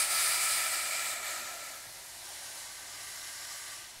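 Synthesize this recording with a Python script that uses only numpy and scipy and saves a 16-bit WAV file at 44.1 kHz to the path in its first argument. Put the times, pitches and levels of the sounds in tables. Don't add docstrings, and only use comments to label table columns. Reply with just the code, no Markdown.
import sys
import numpy as np
from scipy import signal
from scipy.fft import rfft, irfft
from scipy.io import wavfile

SR = 44100
rng = np.random.default_rng(int(sys.argv[2]) if len(sys.argv) > 2 else 0)


def bounce(signal):
    frames = np.transpose(np.atleast_2d(signal))
    limited = np.clip(frames, -1, 1)
    pcm = np.round(limited * 32767).astype(np.int16)
    wavfile.write(sys.argv[1], SR, pcm)


N = 176400
FRAME, HOP = 1024, 256
TIME = np.arange(N) / SR
FRAME_S = np.arange(N // HOP + 2) * HOP / SR
BIN_HZ = np.maximum(np.arange(FRAME // 2 + 1) * SR / FRAME, 1)[:, None]


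def from_db(db):
    return 10 ** (np.asarray(db) / 20)


def at_hz(rows, hz, axis=1):
    rows = np.array(rows)
    return np.interp(np.log(hz), np.log(rows[:, 0]), rows[:, axis])


def in_time(rows):
    times, values = np.transpose(rows)
    return np.interp(FRAME_S, times, values)


def bump(hz, centre_hz, width_hz):
    return 2 ** -((2 * (hz - centre_hz) / width_hz) ** 2)


# [t/s, level/dB]
FIRST_FLOW = [(0, -27.5), (.025, -29), (.055, -34), (.08, -35.5), (.112, -29.5), (.28, -29), (.355, -29.6),
              (.383, -32.5), (.415, -30), (.54, -30), (.7, -34.5), (.745, -32), (.83, -36), (1.07, -35.5),
              (1.14, -38), (1.21, -44), (1.28, -38), (1.38, -40), (1.435, -45.5), (1.48, -42), (1.56, -44),
              (1.66, -41.3), (1.8, -44.5), (1.95, -54)]
# [t/s, level/dB]
SPURT_FLOW = [(1.8, -64), (2.12, -58), (2.26, -49), (2.45, -48.5), (2.65, -50), (2.73, -55.5), (3.0, -54),
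              (3.3, -56)]
# [t/s, level/dB]
SECOND_FLOW = [(1.9, -71), (2.25, -59), (2.5, -49), (2.72, -50.5), (2.87, -49.5), (3.13, -45), (3.52, -43),
               (3.73, -44.8), (3.81, -48.5), (3.88, -55.5), (4.0, -62)]
# [t/s, level/dB]
FIRST_PRESSURE = [(0, 0), (.5, -1), (.85, -3.5), (1.25, -9), (1.9, -19)]
SECOND_PRESSURE = [(2.2, -8), (2.85, -8), (3.4, 0.5), (3.75, -1), (4, -4)]
# [f/Hz, level/dB per Hz, gain/dB per dB of flow]
FIRST_HISS = [(100, -89.5, 2.5), (239, -91, -0.5), (404, -85, .5), (610, -75.5, 0), (1130, -79, 0.61),
              (1840, -72, 0.46), (3100, -75.5, .85), (4360, -71, 0.8), (5800, -75, 1), (8000, -73, 0.8),
              (11000, -73, 1.3), (12800, -80, 0.5), (16000, -82, 1.5)]
SPURT_HISS = [(100, -104, 0.54), (400, -93.5, .7), (750, -83.5, 1), (1300, -91, 0.43), (2500, -91.5, 1),
              (4300, -87.5, 0.44), (6000, -87, 1), (8000, -89, 1), (10000, -88.5, 1), (12000, -92, 1),
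              (16000, -109, 1)]
SECOND_HISS = [(100, -103, .5), (400, -97, 0.36), (710, -91, 1), (1320, -92, 1), (1800, -84, 0.55),
               (2460, -88.5, 0.27), (4640, -86, 0.73), (8000, -87, 0.8), (10000, -89, 1), (12100, -94, 1),
               (14000, -99, 1), (16000, -108, 0.84)]
# [f/Hz, width/Hz, lift/dB, lift gained/dB per dB of pressure]
FIRST_PIPE = [(740, 130, 2.5, .15), (1005, 60, 1.8, .2), (1312, 165, 14.8, 0), (1550, 130, -4, 0),
              (1760, 200, 4.7, 0), (2010, 120, 4.8, 0), (2340, 300, 10.3, .25), (2910, 130, 4, 0),
              (3970, 130, 2.5, .1), (4880, 400, 5.2, .7), (7600, 400, 2.8, .3), (9400, 400, 5.8, 1),
              (14350, 800, 7, 1.3)]
SPURT_PIPE = [(864, 81, 5, 0), (4050, 270, 4, 0), (5550, 300, 3, 0), (9350, 600, 7.1, 0)]
SECOND_PIPE = [(1181, 53, 25, 0), (1540, 144, 10.7, -0.3), (1860, 60, 7.9, 0), (2060, 190, 8, 0.22),
               (2970, 130, 5, -0.045), (4180, 89, 4.8, -.3), (4860, 130, 3, -0.28), (5422, 720, 5.4, 0.24),
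               (6690, 220, 5, -0.28), (7540, 1000, 4.6, -0.05), (9450, 350, 4, 0)]
# [f/Hz, width/Hz, lift/dB, glide/Hz per dB of pressure]
FIRST_SHRILL = [(8650, 1800, 5.2, 125)]
SECOND_SHRILL = [(10650, 890, 7.8, 52), (13600, 550, 7, 25)]
FIRST_FULL_DB, SPURT_FULL_DB, SECOND_FULL_DB = -30, -48, -43.5


def drain_cocks(shut_s=1.426, shut_length_s=0.59):
    still_open = np.clip(1 - (TIME - shut_s) / shut_length_s, 0, 1)
    first_pressure = in_time(FIRST_PRESSURE)
    second_pressure = in_time(SECOND_PRESSURE)
    first = jet(FIRST_FLOW, FIRST_FULL_DB, FIRST_HISS, FIRST_PIPE, FIRST_SHRILL, first_pressure)
    spurt = jet(SPURT_FLOW, SPURT_FULL_DB, SPURT_HISS, SPURT_PIPE)
    second = jet(SECOND_FLOW, SECOND_FULL_DB, SECOND_HISS, SECOND_PIPE, SECOND_SHRILL, second_pressure)
    return still_open * first + spurt + second


def jet(flow, full_db, hiss, pipe, shrill=(), pressure_db=0):
    flow_db = in_time(flow) - full_db
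    db = at_hz(hiss, BIN_HZ) + at_hz(hiss, BIN_HZ, axis=2) * flow_db
    for hz, width, lift_db, growth in pipe:
        lift_now = np.maximum(lift_db + growth * pressure_db, min(lift_db, 0))
        db = db + lift_now * bump(BIN_HZ, hz, width)
    for hz, width, lift_db, glide in shrill:
        db = db + lift_db * bump(BIN_HZ, hz + glide * pressure_db, width)
    return steam_noise(db)


def steam_noise(db):
    db = db + flicker()
    white = rng.standard_normal((len(FRAME_S) - 1) * HOP) * np.sqrt(SR / 2)
    frames = signal.stft(white, nperseg=FRAME, noverlap=FRAME - HOP)[2]
    shaped = frames * from_db(db)
    return signal.istft(shaped, nperseg=FRAME, noverlap=FRAME - HOP)[1][:N]


SPUTTER_DB, SPUTTER_PER_S = 0.31, 14
FLICKER_DB, FLICKER_PER_S = 0.76, 9.7


def flicker(count=28):
    own = drift((count,), FLICKER_PER_S)
    place = np.sqrt(BIN_HZ / (SR / 2)) * (count - 1)
    overlap = bump(place, np.arange(count), np.sqrt(2))
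    return SPUTTER_DB * drift((), SPUTTER_PER_S) + FLICKER_DB * overlap @ own


def drift(shape, per_s):
    r = np.exp(-2 * np.pi * per_s * HOP / SR)
    chance = rng.standard_normal(shape + (2 * len(FRAME_S),))
    slow = signal.lfilter([1], [1, -2 * r, r * r], chance)
    slow = slow[..., len(FRAME_S):]
    return slow / slow.std()


# [f/Hz, level/dB per Hz]
LEAK = [(100, -102), (250, -108.5), (400, -91), (650, -87.5), (900, -87), (1200, -93), (1900, -87.5),
        (2600, -93.5), (4300, -88.5), (7300, -88), (10000, -88.5), (12500, -92.5), (14500, -101),
        (16000, -103)]
# [t/s, level/dB]
LEAK_LEVEL = [(0, 1.5), (1.9, 0.3), (2.5, -2.2), (2.9, -2.5), (3.75, -3.5), (4.0, -9)]


def leak():
    return steam_noise(at_hz(LEAK, BIN_HZ) + in_time(LEAK_LEVEL))


CHUFF_S, CHUFF_ATTACK_S, CHUFF_DECAY_S = 1.82, 0.059, 0.16
CHUFF_HZ, CHUFF_WIDTH_HZ, CHUFF_DB = 135, 90, -68.5


def chuff():
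    age = TIME - CHUFF_S
    rise = np.clip(age / CHUFF_ATTACK_S, 0, 1)
    decay = np.exp(-np.maximum(age - CHUFF_ATTACK_S, 0) / CHUFF_DECAY_S)
    puff = steady_noise(lambda hz: bump(hz, CHUFF_HZ, CHUFF_WIDTH_HZ))
    return from_db(CHUFF_DB) * rise * decay * puff / puff.std()


# [f/Hz, level/dB per Hz]
RUMBLE = [(15, -112), (30, -103), (45, -96), (70, -91.5), (100, -88), (130, -92), (200, -100), (320, -95),
          (600, -108)]
# [f/Hz, RMS level/dB, spread of pitch/Hz]
HUM = [(48.6, -75.5, 0.77), (97, -83, 4.04)]


def engine():
    out = steady_noise(lambda hz: from_db(at_hz(RUMBLE, hz)))
    for hz, db, waver_hz in HUM:
        waver = np.interp(TIME, FRAME_S, drift((), per_s=3.8))
        phase = 2 * np.pi * np.cumsum(hz + waver_hz * waver) / SR
        out = out + from_db(db) * np.sqrt(2) * np.sin(phase)
    return out


def steady_noise(gain_at):
    hz = np.maximum(np.arange(N // 2 + 1) * SR / N, 1)
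    spectrum = rfft(rng.standard_normal(N)) * gain_at(hz)
    return irfft(spectrum, N) * np.sqrt(SR / 2)


# [f/Hz, width/Hz, level/dB]
GROUND_NOTCHES = [(238, 66, -4.5), (462, 71, -11.5), (872, 34, -5), (1090, 36, -3), (1964, 30, -2.5)]


def over_ground(x):
    hz = np.arange(N // 2 + 1) * SR / N
    notches_db = sum(db * bump(hz, centre, width) for centre, width, db in GROUND_NOTCHES)
    return irfft(rfft(x) * from_db(notches_db), N)


# [time offset at t = 0/s, change of offset/s per s, level/dB]
OFFSET_COPIES = [(.003, .000005, -18.5), (0.0127, -0.012, -13.5), (0.0207, -.0002, -13.5)]


def with_offset_copies(x):
    out = x
    for offset, change, db in OFFSET_COPIES:
        read_at = TIME - offset - change * TIME
        out = out + from_db(db) * np.interp(read_at, TIME, x, left=0)
    return out


SIDE_DB, SIDE_DELAY_S, SIDE_FROM_HZ = -54, .013, 6500


def scene():
    steam = with_offset_copies(over_ground(drain_cocks() + leak()))
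    delayed = np.interp(TIME - SIDE_DELAY_S, TIME, steam, left=0)
    high_pass = signal.butter(2, SIDE_FROM_HZ, "high", fs=SR, output="sos")
    side = from_db(SIDE_DB) * signal.sosfilt(high_pass, delayed)
    return steam + engine() + chuff() + side * np.array([[1], [-1]])


CUTOFF_HZ = 15700


def record(dry):
    low_pass = signal.ellip(12, .1, 80, CUTOFF_HZ, fs=SR, output="sos")
    return signal.sosfilt(low_pass, dry)


dry = scene()
out = record(dry)
bounce(out)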